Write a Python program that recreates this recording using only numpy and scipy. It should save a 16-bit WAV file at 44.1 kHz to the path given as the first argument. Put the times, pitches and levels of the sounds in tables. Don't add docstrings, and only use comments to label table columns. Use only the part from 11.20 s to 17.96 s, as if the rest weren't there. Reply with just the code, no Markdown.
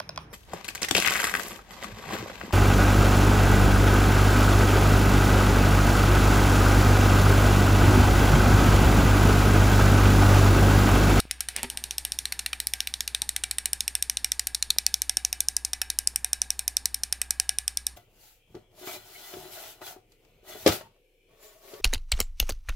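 import sys
import numpy as np
from scipy import signal
from scipy.fft import rfft, irfft
from scipy.io import wavfile
from scipy.ndimage import uniform_filter1d

SR = 44100
rng = np.random.default_rng(int(sys.argv[2]) if len(sys.argv) > 2 else 0)


def put_to_file(sound):
    columns = np.atleast_2d(sound).T
    safe = np.clip(columns, -1, 1)
    whole_steps = np.round(safe * 32767)
    wavfile.write(sys.argv[1], SR, whole_steps.astype(np.int16))


def level_to_linear(level):
    exponent = np.asarray(level, float) / 20
    return 10 ** exponent


N = 298116


def read(points, hz):
    f, value = np.transpose(points)
    return np.interp(np.log(hz + 1), np.log(f + 1), value)


def curve(rows):
    s, value = np.transpose(rows)
    return np.interp(np.arange(N) / SR, s, value)


def evened(x):
    return x / np.sqrt(np.mean(x ** 2) + 1e-20)


def packed(x, seconds):
    return x * np.sqrt(seconds * SR) / np.linalg.norm(x)


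def add(mix, s, sound):
    part = mix[max(round(s * SR), 0):][:len(sound)]
    part += sound[:len(part)]


def coloured(points):
    hz = np.fft.rfftfreq(N, 1 / SR)
    spectrum = rfft(rng.standard_normal(N)) * level_to_linear(read(points, hz))
    return evened(irfft(spectrum, N))


def band_pass(x, low_hz, high_hz):
    sections = signal.butter(3, [low_hz, high_hz], "band", fs=SR, output="sos")
    return signal.sosfilt(sections, x)


def ring(modes, luck, size, scatter_db, detune):
    hz, db, t60 = np.transpose(modes)[:, :, None]
    t = np.arange(size) / SR
    strength, pitch = luck[:2 * len(modes)].reshape(2, -1, 1)
    level = level_to_linear(db + scatter_db * strength - 60 * t / t60)
    return (level * np.sin(2 * np.pi * hz * (1 + detune * pitch) * t)).sum(0)


# frequency in Hz, level in dB rms.
HUM = [(60, -50.5), (120, -88.5)]


def hum():
    t = np.arange(N) / SR
    return sum(level_to_linear(db) * np.sqrt(2) * np.sin(2 * np.pi * hz * t) for hz, db in HUM)


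# frequency in Hz, relative level in dB.
HISS_COLOUR = [(25, 11.5), (40, -32), (65, 7), (110, -5.5), (300, -7), (600, -22.5), (1200, -5),
               (2000, -33), (5000, -27), (9000, -19.5), (13000, -23), (16000, -33)]


def hiss():
    return level_to_linear(-61) * coloured(HISS_COLOUR)


# time in s, level in dB rms before a 1 dB cut.
RUMBLE = [(0.0, -75), (0.3, -63), (0.54, -53), (0.69, -56.5), (1.67, -59.5), (2.37, -59), (3.9, -61.5),
          (5.95, -60.5), (6.76, -64)]
# frequency in Hz, width in Hz, relative level in dB.
WHEEL_RESONANCES = [(238, 30, -14), (400, 36, -11.5), (860, 295, -3), (1767, 118, -1)]


def bearing():
    hz = np.fft.rfftfreq(N, 1 / SR)
    shape = level_to_linear(-1.0) / (1 + (hz / 300) ** 2)
    for centre_hz, width_hz, db in WHEEL_RESONANCES:
        shape = shape + level_to_linear(db) / (1 + (2 * (hz - centre_hz) / width_hz) ** 2)
    rolling = evened(irfft(rfft(rng.standard_normal(N)) * shape, N))
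    return level_to_linear(curve(RUMBLE) - 1.0) * rolling


# start in seconds, level of the steel ring in dB, of the high shell in dB.
TEETH = [(0.001, -23, -29.5), (0.111, -23.5, -24.5), (0.206, -21.5, -27.5), (0.2863, -26, -32),
         (0.3633, -22.5, -28.5), (0.431, -24, -33), (0.5004, -27, -34.5), (0.5729, -26, -33.5),
         (0.639, -27, -31), (0.7087, -29.7, -27), (0.7818, -22, -25.5), (0.8503, -22, -32.3),
         (0.9199, -24, -25), (0.988, -24.5, -23.5), (1.0547, -26.5, -30.1), (1.1225, -25, -29.5),
         (1.1918, -26, -27), (1.2615, -25, -30), (1.3306, -28.4, -34), (1.4012, -23, -31),
         (1.4699, -19, -25.6), (1.536, -22.0, -22.5), (1.6042, -26.5, -23), (1.6722, -27, -30.5),
         (1.739, -28, -27), (1.8063, -26.5, -23), (1.877, -26, -28), (1.9475, -22.5, -27),
         (2.0186, -20.5, -26), (2.0909, -20.5, -27.1), (2.1631, -21, -26.8), (2.2368, -21.1, -27),
         (2.3111, -21.9, -30), (2.3839, -19.5, -31.2), (2.4568, -18, -26.5), (2.5317, -17.5, -23),
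         (2.606, -22, -21.7), (2.679, -20, -22.5), (2.7523, -17.5, -24.5), (2.8249, -17.5, -22),
         (2.8975, -20, -19.5), (2.9705, -23, -24.0), (3.0451, -19.5, -19.5), (3.1186, -20.9, -18),
         (3.1946, -22, -20.5), (3.2703, -20, -28), (3.3471, -21.9, -22.5), (3.4254, -21, -21),
         (3.5039, -18.9, -22), (3.5847, -18, -16.5), (3.6645, -16.5, -15.5), (3.7414, -20, -15.4),
         (3.8187, -19.5, -20.5), (3.8951, -18, -20), (3.9699, -17.5, -16.5), (4.0491, -22, -15.5),
         (4.128, -22.5, -21), (4.2047, -16.5, -20), (4.285, -18.0, -17), (4.3662, -18, -17.5),
         (4.4488, -21.5, -21.5), (4.5326, -23, -21.2), (4.6163, -20.5, -23.5), (4.701, -21.9, -23),
         (4.7877, -17, -20), (4.8732, -16, -15), (4.9596, -17, -21.5), (5.0453, -18, -25.5),
         (5.1314, -17.4, -18.5), (5.2173, -19, -16.6), (5.3041, -20, -18.1), (5.3925, -21, -28.5),
         (5.479, -17.5, -20), (5.5679, -19, -15.5), (5.656, -18, -18.5), (5.7439, -20.8, -23.5),
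         (5.8345, -21.5, -21), (5.9255, -19, -20), (6.0159, -18.5, -25), (6.1071, -17.5, -19.7),
         (6.199, -16.5, -17.5), (6.2923, -17, -19.8), (6.3855, -18, -24), (6.479, -19, -20.5),
         (6.572, -20, -20), (6.667, -19, -21.5)]


def lag_ms():
    turn_teeth, loose_tooth = 15, 1
    widest_ms, least_ms = 2.8, .35
    opens_ms, closes_ms = .9, .6
    away = (np.arange(len(TEETH)) - loose_tooth + 7) % turn_teeth - 7
    narrowing = abs(away) * np.where(away < 0, opens_ms, closes_ms)
    return np.maximum(widest_ms - narrowing, least_ms)


BOUNCE_MS = 1.0


def bounces(when):
    place_ms = ((np.arange(16) + when) / 16) ** 1.2 * 3 * BOUNCE_MS
    late = np.clip(place_ms * SR / 1000, 0, 399).astype(int)
    return late, level_to_linear(-14.0 * place_ms / BOUNCE_MS) + level_to_linear(-15)


# frequency in Hz, relative level in dB, 60 dB decay time in s.
STEEL_RING = [(7950, -10, .003), (8350, -4, .004), (8800, -2, .0045), (9350, 0, .005), (9850, -4, .004),
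              (10500, -9, .0035), (11200, -10, .004), (12000, -10, .004), (12700, -11, .004),
              (13700, -17, .003), (14900, -22, .003)]
RIM = [(1860, 0.5, 0.0085), (2030, 1.7, 0.008), (2390, 2.4, 0.016), (2803, 16.7, 0.0041)]
SHELL_LOW = [(3570, 13, 0.013), (3976, 14, 0.013), (4490, 41.4, 0.002)]
SHELL_HIGH = [(4950, -11, .004), (5420, -2, .005), (5700, 0, .0055), (6300, -8, .004), (6750, -9, .004)]
SPOKES = [(757.8, -33, 0.23), (875, -25, 0.017), (1647, -29.5, 0.29), (1735, -31.5, 0.19), (2038, -29, 0.1),
          (2318, -25.5, 0.11), (2530, -26, 0.11), (2945, -36.5, 0.3), (3820, -28, 0.14), (5500, -19, 0.073),
          (9830, -15, 0.041)]
# lowest Hz, highest Hz,
# offset in dB of what is sent all round the room, relative share of the snap that reaches the part.
PARTS = [(8350, 14540, 1, 0.58), (1376, 3770, -5, 0.12), (3460, 4550, -6.5, 0.9), (5024, 7840, -5.5, 1.5)]
# time in s, tilt in dB per octave.
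TILT = [(0, -21), (.5, -13), (1.6, 12), (2.2, -39), (4, -10), (5, -24), (6.76, -28)]
# time in s, rim level in dB, low shell level in dB.
LOWER = [(0.0, -31, -27), (0.35, -28, -36.5), (0.6, -34.5, -34), (0.9, -34.5, -29.5), (1.3, -26.5, -25.2),
         (1.7, -33, -25.5), (2.1, -30.5, -26), (2.4, -30, -28.5), (2.75, -31, -28), (3.0, -27.5, -27.5),
         (3.25, -29.5, -29), (3.5, -32.5, -16), (3.9, -34.5, -29.5), (4.4, -36.5, -34),
         (4.999, -32.0, -32.5), (5.5, -38.5, -31), (6.3, -30, -28.5), (6.7, -43, -27)]
# time in s, level offset in dB.
SPOKE_LEVEL = [(0, -2), (.7, -6), (3.5, -6), (4.3, -1), (5, -3), (6, -4), (6.76, -1.5)]
# time in s, level offset in dB.
FAR = [(0, -17.5), (.3, -10.5), (1.3, -13), (3.5, -15), (6.76, -15.5)]


def freewheel():
    like_spokes = 4
    lower_scatter_db, second_scatter_db, spoke_scatter_db = 3, 2.5, 2
    out = np.zeros((2, N))
    luck = rng.standard_normal((len(TEETH), 5 + like_spokes, 40))
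    chance = rng.random((len(TEETH), 16))
    spoke_db, far_db, tilt_db = curve(SPOKE_LEVEL), curve(FAR), curve(TILT)
    octaves = np.log2(np.transpose(STEEL_RING)[0] / 9300)
    low_s, *low_db = np.transpose(LOWER)
    for (s, steel_db, high_db), lag, draw, when in zip(TEETH, lag_ms(), luck, chance):
        now = int(s * SR)
        lower = [np.interp(s, low_s, v) for v in low_db]
        rim_db, low_shell_db = lower + lower_scatter_db * draw[4, -2:]
        levels_db = steel_db, rim_db, low_shell_db, high_db
        steel = STEEL_RING + np.outer(tilt_db[now] * octaves, [0, 1, 0])
        tables = steel, RIM, SHELL_LOW, SHELL_HIGH
        late, force = bounces(when)
        second = level_to_linear(-4 + second_scatter_db * draw[4, -3])
        for modes, part, part_db, own in zip(tables, PARTS, levels_db, draw):
            low_hz, high_hz, round_db, share = part
            pawls = np.zeros(400)
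            np.add.at(pawls, late, force * own[-16:] * level_to_linear(-9.0))
            pawls[8 + int(8 * when[0])] += share * 0.71
            pawls += second * np.roll(pawls, int(lag * SR / 1000))
            modes_ring = ring(modes, own, size=800, scatter_db=2.5, detune=.015)
            close = band_pass(signal.fftconvolve(modes_ring, pawls), low_hz, high_hz)
            add(out[0], s, level_to_linear(part_db) * packed(close, 0.0028))
            blurred = band_pass(modes_ring * level_to_linear(-30.0 * np.arange(800) / 100), low_hz, high_hz)
            all_round_db = 0.42 * part_db + round_db + far_db[now]
            add(out[1], s, level_to_linear(all_round_db) * packed(blurred, 0.0029))
        spokes = sum(ring(SPOKES, own, size=6000, scatter_db=3, detune=.016) for own in draw[5:])
        spokes = band_pass(spokes, 625, 11700)
        ring_db = (steel_db + rim_db) / 2 + spoke_scatter_db * draw[4, -4] + spoke_db[now]
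        for side in out:
            add(side, s, level_to_linear(ring_db) * spokes)
    return out


# frequency in Hz, 60 dB decay time in s.
ROOM_DECAY = [(300, 0.25), (1500, 0.41), (4000, 0.26), (6000, 0.21), (9000, 0.23), (12000, 0.19),
              (15000, 0.19)]
# frequency in Hz, relative level of the tail in dB.
ROOM_COLOUR = [(300, -12), (1600, 3.5), (3200, -2), (3900, 4.5), (4700, 4.5), (5600, 2.5), (7300, -1),
               (8900, 0), (11000, -1), (14500, -3.5), (16000, -4.5)]
# delay in s, level in dB against the direct sound.
ECHOES = [(.0072, -34), (0.0114, -32), (0.014, -49), (.021, -45)]


def room(near, around):
    taps = np.zeros((3, SR // 2))
    slots = np.arange(130, SR // 2 - 12, 12)
    at = slots + rng.integers(0, 12, (3, len(slots)))
    np.put_along_axis(taps, at, rng.choice([-1., 1.], at.shape), 1)
    hz, t, z = signal.stft(taps, SR, nperseg=128)
    z *= level_to_linear(read(ROOM_COLOUR, hz)[:, None] - 60 * t / read(ROOM_DECAY, hz)[:, None])
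    tails = signal.istft(z, SR, nperseg=128)[1]
    tails = tails / np.linalg.norm(tails[0])
    swing = np.pi * 4.3 * np.arange(N) / SR + np.pi / 3 * np.arange(3)[:, None]
    fed = around * np.cos(swing) * np.sqrt(2 / 3)
    out = level_to_linear(-15) * signal.fftconvolve(fed, tails, axes=1)[:, :N].sum(0)
    for s, db in ECHOES:
        add(out, s, level_to_linear(db) * near)
    return out


# start in seconds, puff scale in dB, puff time constant in ms,
# level offset of the ringing air in dB, of the ringing wall in dB.
SLAPS = [(0.0529, -30, 0.71, -72, -64), (0.384, -47, 0.29, -41, -49), (.394, -35, 0.17, -63, -56),
         (.433, -50, 0.21, -28, -31), (.446, -44, 0.11, -22.5, -37), (2.024, -44, 0.96, -61, -42),
         (3.564, -33, 0.23, -58, -54), (3.978, -43, 0.7, -59, -62), (4.937, -46, 0.16, -60, -55)]
# frequency in Hz, relative level in dB, 60 dB decay time in s.
TYRE_AIR = [(81, -11.5, 0.041), (254, -11, 0.11), (392, -18, 0.15)]
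TYRE_WALL = [(844, -5, 0.087), (928, -1, 0.038), (1334, -8, 0.025), (1920, -3, 0.014)]
# time in s, level in dB rms.
DRAG = [(.33, -59), (.355, -49), (.37, -39), (.4, -40.5), (.42, -48.5), (.445, -35.5), (.47, -68),
        (.52, -73.5)]
# frequency in Hz, relative level in dB.
DRAG_COLOUR = [(100, -71), (200, 2.5), (600, 3.5), (1200, -1.5), (2500, 8.5), (5000, -3), (10000, -22),
               (16000, -24)]


def hand():
    out = np.zeros(N)
    luck = rng.standard_normal((len(SLAPS), 2, 8))
    for (s, puff_db, puff_ms, air_db, wall_db), (air_luck, wall_luck) in zip(SLAPS, luck):
        u = np.arange(400) / SR * 1000 / puff_ms
        puff = (1 - u / 2) * u * np.exp(1 - u)
        air = ring(TYRE_AIR, air_luck, size=6000, scatter_db=1, detune=.01)
        wall = ring(TYRE_WALL, wall_luck, size=6000, scatter_db=1, detune=.01)
        add(out, s, level_to_linear(air_db) * air + level_to_linear(wall_db) * wall)
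        add(out, s, level_to_linear(puff_db) * puff)
    roughness = evened(uniform_filter1d(rng.standard_normal(N), size=90))
    grain = level_to_linear(3 * roughness)
    return out + level_to_linear(curve(DRAG)) * evened(grain * coloured(DRAG_COLOUR))


def scene():
    near, around = freewheel() + hand()
    mono = near + room(near, around) + bearing() + hum() + hiss()
    return np.array([mono, mono])


def roll_off(x):
    return signal.sosfilt(signal.butter(12, 16840, fs=SR, output="sos"), x)


# frequency in Hz, level in dB before flicker.
APART = [(60, -27), (200, -28.5), (1000, -22), (4000, -31), (9000, -30), (14000, -25.5)]


def record(dry):
    dry = signal.sosfilt(signal.butter(12, 16000, fs=SR, output="sos"), dry)
    hz, t, z = signal.stft(dry[0], SR, nperseg=256)
    patches = rng.standard_normal((17, len(t) // 8 + 1))
    patches = np.repeat(np.repeat(patches, 8, axis=0), 8, axis=1)[:len(hz), :len(t)]
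    random_phase = np.exp(2j * np.pi * rng.random(z.shape))
    apart_level = level_to_linear(read(APART, hz)[:, None] + 6 * patches)
    apart = signal.istft(z * random_phase * apart_level, SR, nperseg=256)[1][:N]
    return roll_off(dry + np.array([apart, -apart]))


dry = scene()
out = record(dry)
put_to_file(out)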